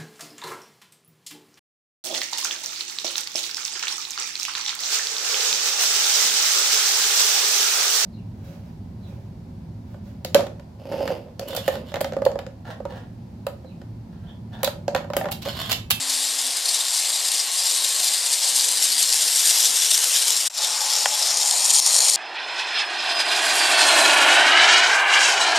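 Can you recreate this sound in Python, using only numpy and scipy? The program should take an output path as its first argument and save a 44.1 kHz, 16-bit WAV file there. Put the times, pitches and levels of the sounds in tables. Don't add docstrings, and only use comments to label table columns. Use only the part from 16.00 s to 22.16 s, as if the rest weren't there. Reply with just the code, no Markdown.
import sys
import numpy as np
from scipy import signal
from scipy.io import wavfile
from scipy.ndimage import uniform_filter1d

SR = 44100
rng = np.random.default_rng(int(sys.argv[2]) if len(sys.argv) > 2 else 0)


def makeup_ratio(level_db):
    decades = np.asarray(level_db, float) / 20
    return 10 ** decades


def wrap_up_sound(samples):
    columns = np.atleast_2d(samples).T
    tamed = np.clip(columns, -1, 1)
    steps = np.round(tamed * 32767).astype(np.int16)
    wavfile.write(sys.argv[1], SR, steps)


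N = 271656
T = np.arange(N) / SR
RESUME_S = 4.4985

# (time [s], level [dB])
RUN = [(0.0, -25), (0.15, -21.5), (0.6, -25), (1.05, -22), (1.5, -24.5), (1.65, -20), (2.3, -22),
       (2.6, -21), (3.25, -20), (3.5, -17), (3.74, -19.5), (4.19, -19.5), (4.49, -22.5), (4.75, -23),
       (4.94, -21), (5.3, -21), (5.84, -17.5), (6.16, -16)]
# (time [s], pose [0 far, 1 passing, 2 behind the house, 3 head-on])
POSE = [
    (0, 0.63),
    (1.9, 0.64),
    (2.9, 0.73),
    (4.49, 1.35),
    (4.495, 1.93),
    (5.3, 2.28),
    (5.65, 3.07),
    (6.2, 2.9),
]


def evened(x):
    return x / np.sqrt(np.mean(x ** 2) + 1e-20)


def column(rows, t, count):
    return np.interp(t, [r[0] for r in rows], [r[count] for r in rows])


def read(points, hz):
    f, value = np.transpose(points)
    return np.interp(np.log(hz + 1), np.log(f + 1), value)


def patches(shape, bins, frames):
    field = rng.standard_normal(shape[::-1]).T
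    field = uniform_filter1d(field, bins, 0)
    return evened(uniform_filter1d(field, frames, 1))


def resonate(x, hz, width):
    turn = np.exp(2j * np.pi * np.cumsum(hz) / SR)
    r = np.exp(-np.pi * width / SR)
    return 2 * (turn * signal.lfilter([1 - r], [1, -r], x / turn)).real


def bells(bumps, t):
    return np.exp(-((t[:, None] - bumps[:, 0]) / (bumps[:, 2] * .0005)) ** 2)


def jolts():
    # (time [s], level over the steady rattle [dB],
    # length [ms], mode it rings [Hz])
    wheel_jolts = [(0.103, 4, 16, 4310), (0.142, 3.5, 22, 5200), (0.393, 4.5, 24, 5080), (0.465, 3, 23, 8790),
                   (0.57, 6, 15, 4910), (0.66, 10.5, 9.4, 4220), (0.69, 8, 27, 4760), (0.747, 9, 37, 3840),
                   (0.811, 6.5, 15, 3700), (0.944, 4, 15, 5680), (0.972, 5, 36, 5680), (0.997, 4.5, 14, 8870),
                   (1.058, 2, 15, 3700), (1.1, 6, 15, 8870), (1.157, 3.5, 16, 4910), (1.285, 7.5, 14, 5000),
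                   (1.347, 6.5, 18, 8350), (1.257, 4.5, 24, 4910), (1.319, 5, 12, 8840), (1.4, 6, 56, 4970),
                   (1.592, 4, 26, 6550), (1.662, 5, 27, 5050), (1.771, 1.5, 24, 7200), (1.847, 8, 15, 3790),
                   (2.044, 7.5, 26, 3930), (2.085, 5, 9.8, 5760), (2.143, 4.5, 25, 4870),
                   (2.267, 5.5, 17, 8790), (2.336, 7.5, 40, 9000),
                   (2.436, 4.5, 24, 5600), (2.565, 7, 26, 10000), (2.6, 6.5, 46, 4000),
                  (2.646, 7, 16, 10300), (2.49, 6, 32, 10300), (2.687, 6, 9.6, 3960), (2.827, 9, 14, 10800),
                  (2.847, 8, 21, 9100), (2.925, 6.5, 16, 4340), (2.993, 5, 36, 8440), (3.029, 6, 26, 4310),
                  (3.126, 4, 37, 5000), (3.221, 5, 23, 7580), (3.281, 4, 14, 5600), (3.371, 8, 16, 7490),
                  (3.457, 7, 10, 6980), (3.506, 6.5, 20, 8400), (3.606, 4.5, 11, 8440),
                  (3.656, 4.5, 46, 7460), (3.761, 4.5, 20, 8610), (3.852, 3.4, 28, 3790),
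                  (3.914, 9, 12, 8600), (3.948, 8, 27, 5350), (4.042, 6.5, 19, 8100), (4.166, 6, 46, 3620),
                  (4.224, 5, 11, 8900), (4.28, 6.5, 15, 5140), (4.305, 3.5, 39, 5080),
                  (4.369, 4.5, 20, 6800), (4.465, 4, 27, 6550),
                   (4.646, 6, 20, 3700), (4.816, 4, 15, 4820), (4.966, 3, 17, 5510), (5.196, 3, 7.4, 5170),
                  (5.227, 6.5, 11, 5200), (5.306, 5, 15, 5340), (5.372, 6, 13, 8100), (5.475, 4, 33, 8270),
                  (5.657, 7, 24, 7580), (5.706, 7.5, 20, 6840), (5.755, 6, 52, 8800), (5.795, 5, 19, 7410),
                  (5.826, 6, 35, 5510), (5.863, 3.5, 25, 5360), (5.954, 4.5, 18, 6850),
                  (5.987, 6, 9.5, 5540), (6.1, 3, 81, 6890)]
    return np.array(wheel_jolts)


def contact(per_s=300, spread_db=2.0, ring_s=.001, share=.42):
    # (time [s], level over it [dB])
    sharp_knocks = [(0.465, 1.5), (0.657, 2), (0.6897, 3.5), (0.8525, 3.5), (0.9355, 3.5), (1.3187, 4.5),
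                    (2.002, 3.5), (2.1395, 3.5), (2.1788, 3.5), (2.3366, 3), (2.6893, 3.5), (2.992, 3),
                    (3.0283, 7), (3.1272, 5.0), (3.1355, 3), (3.144, 6), (3.2806, 2), (3.3602, 2),
                    (3.4003, 6), (3.474, 7), (3.6057, 3), (3.9133, 2), (3.949, -1), (3.978, 12),
                    (4.0302, 4.0), (4.0424, 7), (4.2253, 4.0), (4.283, 5), (4.306, 12), (4.3666, 4.0),
                    (4.4576, 0), (4.4712, 4.0), (4.5786, 5), (4.5884, 8), (4.816, 1.5), (4.9033, 4.0),
                    (4.936, 9), (4.986, 5), (5.057, 4), (5.1954, 2), (5.2255, 2), (5.3734, 4), (5.5115, 10),
                    (5.6587, -1), (5.6989, 4.5), (5.7074, 2), (5.7527, 2), (5.7869, 3.5), (5.8006, 6.5),
                    (5.8646, 6.5), (5.8746, 9), (5.897, 3), (5.9281, 6), (5.9445, 8), (5.9557, 3.5),
                    (5.9647, 10), (5.9755, -1), (5.989, 4.5), (6.0055, 9), (6.0993, 7)]
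    strength = makeup_ratio(spread_db * np.minimum(rng.exponential(1, N), 4))
    knocks = strength * (rng.random(N) < per_s / SR)
    u = np.arange(600) / SR / ring_s
    chatter = np.sqrt(np.abs(signal.oaconvolve(knocks ** 2, u * np.exp(-u))[:N]))
    hard = np.clip(share + 0.12 * (column(POSE, T, count=1) > 2.5), 0, 1)
    grain = 1 - hard + hard * evened(chatter)
    grain /= uniform_filter1d(uniform_filter1d(grain ** 2, size=300), size=300) ** 0.5
    sharp_db = sum(.8 * db * np.exp(-((T - s) / .0013) ** 2) for s, db in sharp_knocks)
    when, db = np.transpose(sharp_knocks)
    ticks = np.zeros(N)
    ticks[np.round(when * SR).astype(int)] = 4 * makeup_ratio(db)
    blow = rng.choice([-1., 1.], 90) * np.exp(-np.arange(90) / 24)
    ticks = signal.oaconvolve(ticks, blow / np.linalg.norm(blow))[10:N + 10]
    return grain * makeup_ratio(sharp_db) * rng.standard_normal(N) + ticks


def rattle(bumps, patchy_db=.8, ring_hz=330, ring_gain=.9, flicker_db=2.0, bright_db=0.2):
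    # (frequency [Hz], level [dB per Hz])
    pose_colours = [
        [(760, -47), (1300, -42), (1940, -9), (2560, -20), (3750, 4), (5000, -2), (6020, -5.5), (8540, 2.5),
         (9470, -2), (11500, -8.5), (15200, -27)],
        [(760, -45), (1300, -19.5), (1700, -13.5), (2340, -15.5), (3180, -2), (6210, -3), (7470, -0.5),
         (8720, 0), (9570, -6.5), (11200, -6), (15200, -15.5)],
        [(760, -37), (1300, -13), (1940, -19), (2870, -13.5), (3210, -6.5), (5380, -0.5), (6400, -7),
         (7030, -2.5), (8030, -5.5), (8990, -10.5), (15200, -22.5)],
        [(760, -44), (1300, -27), (2640, -25), (2900, -17.5), (4290, -4.5), (5600, -2), (6270, -10.5),
         (6880, 0), (7710, -5), (9090, -3.5), (15200, -25)],
    ]
    # (frequency [Hz], width [Hz], level in poses 0, 1, 2, 3 [dB each])
    shell_modes = [(3230, 180, -11, -5, -2, 8), (4344, 110, 15.5, -2, -7, 6.5),
                   (4910, 145, 22, 4.5, -5, -4), (5700, 160, 2, 6.5, 1, 5), (6600, 530, 1.5, 1.5, 1, 5.5),
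                   (7590, 420, 7.5, 3, 2, 2.5), (12000, 370, 2, -10.5, -2, -3),
                   (8830, 740, 0.5, 1.5, 3.5, 5), (10300, 530, 1, 3, 2, -0.5),
                   (11500, 720, -1.5, 4.5, 3, 1.5), (14000, 520, 8, -6, -4, 1), (15100, 1000, -6, 1, 1, 1)]
    # (time [s], level [dB], length [ms])
    nudges = [(0.229, 6, 10), (0.248, 4, 15), (0.422, 4, 10), (0.514, 5, 13), (0.585, 3.5, 30),
              (0.716, 8, 13), (0.794, 6, 15), (0.934, 2.0, 10), (0.954, 4, 23), (1.025, 3, 17),
              (1.136, 5, 18), (1.196, 5, 10), (1.332, 7, 19), (1.365, 2.5, 11), (1.442, 4, 10),
              (1.464, 2, 36), (1.541, 4, 49), (1.703, 6, 13), (1.767, 1.5, 16), (1.828, 7, 10),
              (1.889, 3, 11), (1.956, 4, 10), (2.002, 3.5, 39), (2.073, 7.5, 20), (2.176, 3.0, 18),
              (2.452, 3, 14), (2.552, 1, 17), (2.719, 7, 13), (2.776, 7, 11), (2.812, 4, 13),
              (2.884, 2.5, 27), (2.912, 3, 10), (3.009, 2, 15), (3.096, 7, 23), (3.144, 0, 13),
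              (3.164, 8, 14), (3.246, 2, 28), (3.281, 2.5, 10), (3.4, 1, 17), (3.487, 6.5, 20),
              (3.565, 3, 39), (3.776, 4, 17), (3.827, 7, 14), (3.934, 4.5, 17), (4.029, 4, 26),
              (4.088, 4, 25), (4.323, 6, 13), (4.408, 6, 13), (4.547, 8, 12), (4.624, 5, 19),
              (4.936, 0.5, 17), (5.026, 5, 10), (5.268, 5, 36), (5.416, 5, 44), (5.614, 1.5, 15),
              (5.738, 6, 10), (5.801, -1, 11), (5.942, 1, 10), (6.09, 4, 9.2), (6.14, 6, 10)]
    # (time [s], level [dB], length [ms])
    lulls = [(0.052, -4, 34), (0.22, -1, 10), (0.338, -1, 21), (0.366, -4, 10), (0.559, -3.5, 27),
             (0.665, -2.5, 36), (0.732, -5, 12), (0.757, -1, 10), (0.946, -2, 13), (1.117, -3.0, 27),
             (1.187, -2.5, 23), (1.205, -2.0, 10), (1.235, -2, 25), (1.419, -4, 16), (1.498, -1.5, 33),
             (1.6, -2.0, 10), (1.635, -1, 10), (1.655, -4, 25), (1.811, -2.5, 27), (1.839, -4, 36),
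             (2.212, -3, 10), (2.346, -4, 17), (2.368, -2, 10), (2.402, -2.0, 10), (2.61, -2, 20),
             (2.901, 0, 10), (2.967, -2.5, 33), (3.112, -4, 32), (3.184, 1, 13), (3.371, -6, 15),
             (3.499, -3, 10), (3.529, -3.0, 22), (3.734, -2.5, 32), (3.961, -2.5, 11), (4.037, -5.5, 27),
             (4.117, -1, 12), (4.247, -5, 12), (4.312, -6, 10), (4.451, -9, 10), (4.601, -5.5, 29),
             (4.722, -0.5, 26), (4.824, -2, 10), (4.885, -3.0, 16), (5.006, -1, 36), (5.047, -4, 17),
             (5.074, -6, 10), (5.101, -5, 25), (5.168, -6, 17), (5.295, -5, 10), (5.365, -5.5, 24),
             (5.396, -6, 10), (5.447, -3.0, 10), (5.553, -2.5, 34), (5.725, -4, 33), (5.853, 1, 24),
             (5.961, -5, 15), (5.998, -8, 15), (6.021, -1, 10), (6.042, 0, 19), (6.068, -3.0, 10)]
    hz, t, z = signal.stft(evened(contact()), SR, nperseg=256, noverlap=192)
    rings = sum(np.outer(db, 1 / (1 + (2 * (hz - f) / width) ** 2)) for f, width, *db in shell_modes)
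    colours = np.array([read(c, hz) for c in pose_colours]) + rings
    colours -= 10 * np.log10(np.mean(makeup_ratio(2 * colours), axis=1))[:, None]
    pose_number = np.arange(len(pose_colours))[:, None]
    weight = np.maximum(1 - np.abs(column(POSE, t, count=1) - pose_number), 0)

    lift_db, _, mode = bumps.T[1:]
    upper = .5 * np.tanh((hz - 6300) / 900)
    struck = 1 / (1 + (2 * (hz[:, None] - mode) / ring_hz) ** 2)
    jolt_db = lift_db * (0.72 + 0.1 * upper[:, None] + ring_gain * struck)
    jolt_db += np.outer(upper, bright_db * np.tanh((mode - 6300) / 900))
    field = colours.T @ weight + jolt_db @ bells(bumps, t).T - 1.0 * upper[:, None]
    sway = np.vstack([nudges, lulls])
    field += np.outer(0.51 + 0.1 * upper, bells(sway, t) @ sway[:, 1])
    field += column(RUN, t, count=1) + patchy_db * patches(z.shape, bins=5, frames=30)
    coloured = signal.istft(z * makeup_ratio(field), SR, nperseg=256, noverlap=192)[1][:N]

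    z = signal.stft(coloured, SR, nperseg=1024, noverlap=768)[2]
    z = z * makeup_ratio(flicker_db * patches(z.shape, bins=3, frames=10) - 0.78)
    return signal.istft(z, SR, nperseg=1024, noverlap=768)[1][:N]


def joint():
    # (time [s], peak level [dB])
    drop_event = (5.0568, -4)
    # (frequency [Hz], level [dB], t60 [s])
    knock_modes = [(560, 2, .018), (780, 6, .017), (1020, 2, .018), (1450, -3, .022), (1720, -1, .02),
                   (1950, -1, .02), (2400, -7, .014), (2720, -4, .014), (3050, -4, .016), (3250, 0, .018)]
    s, peak_db = drop_event
    t, out = np.maximum(T - s, 0), np.zeros(N)
    for k, (hz, db, t60) in enumerate(knock_modes):
        rise = (1 - np.exp(-t * hz)) ** 2
        out += (-1) ** k * rise * makeup_ratio(db - 60 * t / t60) * np.sin(2 * np.pi * hz * t)
    out = signal.sosfilt(signal.butter(N=4, Wn=430, btype="high", fs=SR, output="sos"), out)
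    return makeup_ratio(peak_db) * out / np.abs(out).max()


def board(bumps, patchy_db=1.5):
    # (frequency [Hz], level [dB per Hz])
    board_colours = [
        [(59, -81), (100, -82), (224, -33), (253, -13), (290, -13), (418, -11), (480, -4), (520, -4.5),
         (722, 1), (1090, -1), (1280, -6), (1950, -0.5), (2600, 0.5), (3380, 3.5), (5720, -120)],
        [(59, -82), (100, -94), (243, -14), (341, -19), (442, -6.5), (613, -0.5), (839, 2), (923, 3),
         (1430, -7.5), (1640, -10), (1780, -3), (2150, -4), (2600, -0.5), (3380, -9), (5720, -120)],
    ]
    # (start [s], end [s], frequency [Hz], sag [Hz per s], level [dB], swell [dB per s])
    loose_rings = [
        (0, 2.15, 1080, -3, -57, 4),
        (2.4, 4.47, 486, 2, -55, 0),
        (4.56, 6.2, 866, 28, -39, -3.5),
    ]
    # (time [s], level [dB])
    fade_lag = [
        (4.49, 0),
        (4.5, 5),
        (4.53, 1),
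        (4.57, -5),
        (4.61, 0),
    ]
    hz, t, z = signal.stft(rng.standard_normal(N), SR, nperseg=1024, noverlap=768)
    second = column(POSE, t, count=1) > 1.5
    first_db, second_db = [read(c, hz)[:, None] for c in board_colours]
    field = np.where(second, second_db - 1.0, first_db)
    field += patchy_db * patches(z.shape, bins=6, frames=12)
    drum = evened(signal.istft(z * makeup_ratio(field), SR, nperseg=1024, noverlap=768)[1][:N])

    moved = T > RESUME_S
    level_db = np.where(moved, -32, -37) + np.where(moved, 0.44, 0.055) * (column(RUN, T, count=1) + 21)
    level_db += column(fade_lag, T, count=1)
    ring = np.zeros(N)
    for start, end, ring_hz, sag, db, swell in loose_rings:
        under = np.clip(np.minimum(T - start, end - T) / .05, 0, 1)
        tone = evened(resonate(rng.standard_normal(N), ring_hz - sag * (T - start), ring_hz / 50))
        ring += under * makeup_ratio(db + swell * (T - start)) * tone
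    coarse = T[::32]
    lift_db = np.interp(T, coarse, bells(bumps, coarse) @ bumps[:, 1])
    return makeup_ratio(0.11 * lift_db) * (makeup_ratio(level_db) * drum + ring)


def motor():
    # (time [s], frequency [Hz], level [dB])
    hum = [(0, 268, -48), (.3, 266, -59), (.5, 268, -53.5), (.56, 268, -69), (2.45, 261.9, -65.5),
           (2.62, 259, -59.5), (3.0, 266, -56.5), (3.08, 260, -69), (3.25, 252, -58), (3.45, 252, -69.5),
           (3.75, 255, -60), (4.0, 260, -89), (4.6, 244, -68), (5.3, 245, -68), (5.7, 252, -60),
           (6.16, 243, -66.5)]
    waver = evened(uniform_filter1d(rng.standard_normal(N), size=2000))
    turns = np.cumsum(column(hum, T, count=1) * (1 + 0.0051 * waver)) / SR
    level = makeup_ratio(column(hum, T, count=2) + 1.7 * np.roll(waver, N // 2))
    return level * np.sqrt(2) * np.sin(2 * np.pi * turns)


def bass_hiss():
    band = signal.butter(N=3, Wn=[200, 420], btype="band", fs=SR, output="sos")
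    return makeup_ratio(-51) * signal.sosfilt(band, rng.standard_normal((2, N)))


def scene():
    bumps = jolts()
    mono = rattle(bumps) + joint() + board(bumps) + motor()
    return mono * makeup_ratio(np.array([[1.45], [-1.75]])) + bass_hiss()


def thinned(x):
    # (frequency [Hz], level [dB])
    side_kept = [(100, 1), (1300, 1), (2050, -1), (2150, -22), (3100, -14), (3500, -2.5), (4400, 0),
                 (9000, 0), (10500, -4), (11500, -6), (12300, -8), (12500, -30)]
    mid_side = np.array([x[0] + x[1], x[0] - x[1]]) / 2
    hz, t, z = signal.stft(mid_side, SR, nperseg=1024, noverlap=768)
    odds = np.interp(hz, [13500, 14300, 14900, 15200], [-3, -.2, -.3, -1.2])[:, None]
    odds = odds + np.interp(column(POSE, t, count=1), [0, 1, 2], [0, -.6, .4])
    z[0] *= np.where(patches(z[0].shape, bins=7, frames=9) < odds, .03, 1)
    z[1] *= makeup_ratio(read(side_kept, hz))[:, None]
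    mid, side = signal.istft(z, SR, nperseg=1024, noverlap=768)[1][:, :N]
    return np.array([mid + side, mid - side])


def splice(cut_s=4.477, cut_fade_s=.011, resume_db=-16.5, hold_s=.026, fade_in_s=.058):
    out = np.clip(1 - (T - cut_s) / cut_fade_s, 0, 1) ** 3
    rise = np.clip((T - RESUME_S - hold_s) / fade_in_s, 0, 1)
    bump_db = 3 * np.exp(-((T - RESUME_S - .005) / 0.0033) ** 2)
    return np.where(T < RESUME_S, out, makeup_ratio(resume_db * (1 - rise) + bump_db))


def limiter():
    # (time [s], dip [dB], held [s], recovery [dB per s])
    clamps = [
        (5.8015, -8.5, .057, 80),
        (6.1015, -5, .07, 52),
    ]
    return makeup_ratio(sum((T > s) * (T < s + held) * (db + rate * (T - s)) for s, db, held, rate in clamps))


def top_cut(x):
    return signal.sosfilt(signal.butter(12, 15430, fs=SR, output="sos"), x)


def record(dry):
    x = thinned(dry) * splice() * limiter()
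    x = x / (1 + np.abs(x / .95) ** 8) ** (1 / 8)
    x = signal.sosfilt(signal.butter(N=5, Wn=160, btype="high", fs=SR, output="sos"), x)
    x = signal.lfilter(*signal.iirnotch(7881, 50, fs=SR), x)
    edge = signal.firwin(1023, 15290, window=("kaiser", 9), fs=SR)
    x = signal.oaconvolve(x, edge[None], "same")
    return top_cut(x)


dry = scene()
out = record(dry)
wrap_up_sound(out)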